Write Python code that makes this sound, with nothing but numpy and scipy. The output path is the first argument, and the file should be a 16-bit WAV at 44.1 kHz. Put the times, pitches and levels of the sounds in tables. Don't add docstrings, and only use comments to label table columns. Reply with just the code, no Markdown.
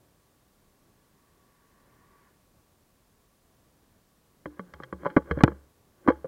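import sys
import numpy as np
from scipy import signal
from scipy.fft import rfft, irfft
from scipy.io import wavfile

SR = 44100
rng = np.random.default_rng(int(sys.argv[2]) if len(sys.argv) > 2 else 0)


def master(y):
    cut = np.clip(np.atleast_2d(y).T, -1, 1)
    pcm = np.round(cut * 32767)
    wavfile.write(sys.argv[1], SR, pcm.astype(np.int16))


N = 276507
TIME = np.arange(N) / SR

# (low [Hz], high [Hz])
TONE_GROUPS = [(140, 435), (415, 700), (740, 1270), (1300, 2350), (2750, 6500)]


def undb(db):
    return 10 ** (np.asarray(db) / 20)


def unit(x):
    return x / np.sqrt(np.mean(x ** 2))


def peak(x, db):
    return undb(db) * x / np.abs(x).max()


def add(out, s, x):
    i = int(s * SR)
    out[i:i + len(x)] += x[:max(N - i, 0)]


def band(x, low_hz, high_hz, order=2):
    return signal.sosfilt(signal.butter(order, [low_hz, high_hz], "band", fs=SR, output="sos"), x)


def ring(t, hz, t60):
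    return np.sin(2 * np.pi * hz * t) * np.exp(-np.log(1000) * t / t60)


def roadside_air(level_db=-65, waver_db=-1.5):
    # (frequency [Hz], relative level [dB])
    colour = [(15, -35.5), (25, 0), (107, -0.5), (198, -2), (233, -3), (267, -4.5), (482, -8.5),
              (523, -8.5), (997, -14.5), (1140, -16), (2010, -21.5), (13900, -24), (15500, -24.5)]
    hz = np.maximum(np.fft.rfftfreq(N, 1 / SR), 1)
    points_hz, db = np.transpose(colour)
    gain = undb(np.interp(np.log(hz), np.log(points_hz), db))
    air = irfft(rfft(rng.standard_normal(N)) * gain, N)
    rumble = band(air, 40, 1200, order=1)
    waver = np.interp(TIME, np.linspace(0, TIME[-1], 50), rng.standard_normal(50))
    return undb(level_db) * unit(air + rumble * (undb(waver_db * waver) - 1))


def tyres(peak_s=2.268, peak_db=-64.5, faint_db=-78.5, swell_db_per_s=11, cut_db_per_s=128):
    # (centre [Hz], width [Hz], relative level [dB])
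    hum_bands = [(400, 180, -6.5), (1010, 260, -6.5), (1136, 68, 2), (1420, 110, -10), (1745, 750, -10.5)]
    hz = np.maximum(np.fft.rfftfreq(N, 1 / SR), 1)
    power = sum(undb(2 * db) / (1 + ((hz ** 2 - centre ** 2) / (hz * width * 0.89)) ** 2) ** 2
                for centre, width, db in hum_bands)
    hum = irfft(rfft(rng.standard_normal(N)) * np.sqrt(power), N)
    before, after = np.maximum(peak_s - TIME, 0), np.maximum(TIME - peak_s, 0)
    swell = undb(peak_db - swell_db_per_s * before - cut_db_per_s * after)
    return np.hypot(swell, undb(faint_db)) * unit(hum)


def case_rings(spread_db=0, notch_hz=2620):
    # (pitch [Hz], level [dB], ring time [s])
    case_tones = [(175, -8, 0.1), (234, -1.5, 0.021), (303, 0.5, 0.057), (341.5, -3, 0.11),
                  (390, -9, 0.053), (471.6, -1, 0.092), (521.6, 7.5, 0.058), (558, -3.5, 0.081),
                  (852, -15.5, 0.16), (1031, -2, 0.036), (1137, 3.5, 0.034), (1505, -8.5, 0.027),
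                  (1500, -4.5, 0.019), (1626, 6.5, 0.015), (1936, -2.5, 0.011), (2110, -6, 0.015),
                  (2950, -4.5, 0.048), (3200, 8, 0.028), (4100, -0.5, 0.0098), (6150, -22, 0.0042)]
    t, rings = TIME[:SR // 5], []
    notch = signal.iirnotch(notch_hz, 4, fs=SR)
    spot_db = spread_db * rng.standard_normal(len(case_tones))
    for low, high in TONE_GROUPS:
        tones = sum(undb(db + extra) * ring(t, hz, t60)
                    for (hz, db, t60), extra in zip(case_tones, spot_db) if low <= hz < high)
        rings.append(signal.lfilter(*notch, band(tones, low, high)))
    return rings


def thud(t, hz, db, held, sag_s=0.006, rise_s=0.0017):
    longer, sag = (1, 0) if held else (2.3, 0.41)
    t60 = longer * 0.051 * 2 ** ((-22 - db) / 16.5)
    phase = 2 * np.pi * hz * (t + sag * sag_s * (1 - np.exp(-t / sag_s)))
    return peak(np.sin(phase) * np.exp(-np.log(1000) * t / t60) * (1 - np.exp(-t / rise_s)), db)


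def knocks(grip_s=5.0, chatter_s=0.005, crack_db=-28):
    # (time [s], strength [dB], hardness [dB per octave],
    # boost of the middle tone group [dB], thud relative to strength [dB], thud pitch [Hz])
    blows = [(4.457, -29.5, -0.5, -2.5, -6, 297.7), (4.5939, -31.5, 1, 1, -6, 180),
             (4.737, -40.5, 4, 1.5, -18.5, 157), (4.8007, -41.5, -2.5, 7, -15, 524),
             (4.824, -47.5, 3.5, 0, -2, 130), (4.8344, -36.5, 6.5, -4, -33, 390),
             (4.926, -31.5, -1, 3, -6, 181), (5.033, -47, -4.5, 7, 1.5, 550),
             (5.049, -36.5, 1.5, 4, -6.5, 550), (5.056, -30.5, -1, 11.5, -12, 576),
             (5.063, -25, 0, 3, 4.5, 560), (5.101, -43.5, 7.5, -16, -17, 298),
             (5.1643, -20.5, 0, -19, 3, 400), (5.1668, -15, -3, 2.5, 8, 280),
             (5.1681, -20.5, -5, 0, 8, 188), (5.179, -29, -1, 0, 1.5, 278),
             (5.311, -19, 2, -5.5, -5.5, 168), (5.3735, -33, -6, -6, 10.5, 150),
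             (5.388, -36.5, 4, -4, -4.5, 310), (5.4071, -26, 0.5, 3.5, -8, 260),
             (5.4405, -17, -3, -3, 9, 110), (5.4778, -23.5, -1.5, 4.5, -9, 310),
             (5.503, -46, -2, -12, 7.5, 178), (5.518, -42, -3, 1.5, 3, 195), (6.0636, -45, -3, -3, 16, 329),
             (6.0757, -22.5, 0.5, 9, -1, 506), (6.084, -18.5, -1, 7.5, 9.5, 287),
             (6.088, -20, -1, 2.5, -33, 315), (6.099, -31.5, -2.5, 11, -6, 316),
             (6.1028, -27, 0.5, -2, 12, 500), (6.119, -39, 3, 5, 3, 321), (6.2445, -43.5, -3, 0, 18, 491),
             (6.252, -46.5, -5.5, 4, 17.5, 506)]
    group_db = (-0.7, -2, -1, -0.5, -25)
    chatter_shares = 0.05, 0.05, 0.05, 0.1, 0.3
    out, t = np.zeros(N), TIME[:SR // 5]
    octaves = np.log2(np.sqrt(np.prod(TONE_GROUPS, axis=1)) / 1000)
    is_middle = np.abs(octaves) < .5
    for s, strength_db, hardness, middle_db, thud_db, hz in blows:
        levels_db = strength_db + np.array(group_db) + hardness * octaves + middle_db * is_middle
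        chatter = rng.standard_normal(len(t)) * np.exp(-t / chatter_s)
        hit = thud(t, hz, strength_db + thud_db, held=s >= grip_s)
        hit += peak(chatter, levels_db[-1] + crack_db)
        for ringing, db, share in zip(case_rings(spread_db=3), levels_db, chatter_shares):
            force = (t == 0) + share * chatter
            hit += peak(signal.fftconvolve(force, ringing)[:len(t)], db)
        add(out, s, hit)
    return out


def knock_tail(hits, relative_db=-30, t60=.45):
    t = TIME[:SR // 2]
    tail = band(rng.standard_normal(len(t)), 110, 600, order=1) * np.exp(-np.log(1000) * t / t60)
    return undb(relative_db) * np.std(hits) * unit(signal.fftconvolve(hits, tail)[:N])


def mount_wobble(sway_hz=70, twist_hz=92, twist_db=-2, rise_s=0.0052):
    # (time [s], level [dB])
    shoves = [(4.462, -49), (4.734, -48), (4.928, -42), (5.162, -38.5), (5.307, -25.5), (5.436, -30.5),
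              (6.077, -35.5)]
    out, t = np.zeros(N), TIME[:SR]
    motion = ring(t, sway_hz, t60=.43) - undb(twist_db) * ring(t, twist_hz, t60=.13)
    for s, db in shoves:
        add(out, s, undb(db) * motion * (1 - np.exp(-t / rise_s)))
    return out


def hand_pressure(rise_s=0.042, release_s=.07):
    # (start [s], length [s], level [dB])
    slides = [(4.493, 0.8, -60), (5.037, 0.057, -45), (5.199, .08, -51.5), (5.305, 0.15, -44.5),
              (6.091, 0.017, -46.5), (6.14, 0.14, -57.5)]
    pressure = np.zeros(N)
    for s, length_s, db in slides:
        before, after = np.maximum(s - TIME, 0), np.maximum(TIME - s - length_s, 0)
        pressure = np.maximum(pressure, undb(db) * np.exp(-before / rise_s - after / release_s))
    return pressure


def rubbing(slips_per_s=1500, grain_db=3, grip_db=3):
    group_db = -3, -6, -10.5, -11.5, -29
    sizes = undb(grain_db * np.minimum(rng.exponential(size=N), 4))
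    slips = rng.choice([-1, 1], N) * (rng.random(N) < slips_per_s / SR) * sizes
    grip = np.interp(TIME, np.linspace(0, TIME[-1], 400), rng.uniform(-1, 1, 400))
    slips *= undb(grip_db * grip)
    rub = sum(undb(db) * unit(signal.fftconvolve(slips, ringing)[:N])
              for ringing, db in zip(case_rings(), group_db))
    return hand_pressure() * rub


def snaps(low_hz=2800, high_hz=5200, fade_s=.0015, edge_db=-16):
    # (time [s], level [dB])
    catches = [(4.738, -46.5), (4.836, -46.5), (5.167, -48.5), (5.3155, -52), (6.0765, -47), (6.085, -53),
               (6.099, -52)]
    out, t = np.zeros(N), TIME[:SR // 20]
    for s, db in catches:
        burst = rng.standard_normal(len(t)) * np.exp(-t / fade_s)
        add(out, s, peak(band(burst, low_hz, high_hz), db) + peak(burst, db + edge_db))
    return out


def bump(start_s=5.4366, push_hz=262, push_db=14):
    out, one_cycle = np.zeros(N), TIME[:int(SR / push_hz)]
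    add(out, start_s, undb(push_db) * ring(one_cycle, push_hz, t60=.04))
    return out


def scene():
    hits = knocks()
    handling = hits + knock_tail(hits) + snaps() + bump() + mount_wobble() + rubbing()
    return (handling + roadside_air() + tyres())[None]


def record(dry, top_hz=15800):
    clipped = np.clip(dry, -.67, .7)
    return signal.sosfilt(signal.ellip(10, .1, 70, top_hz, fs=SR, output="sos"), clipped)


dry = scene()
out = record(dry)
master(out)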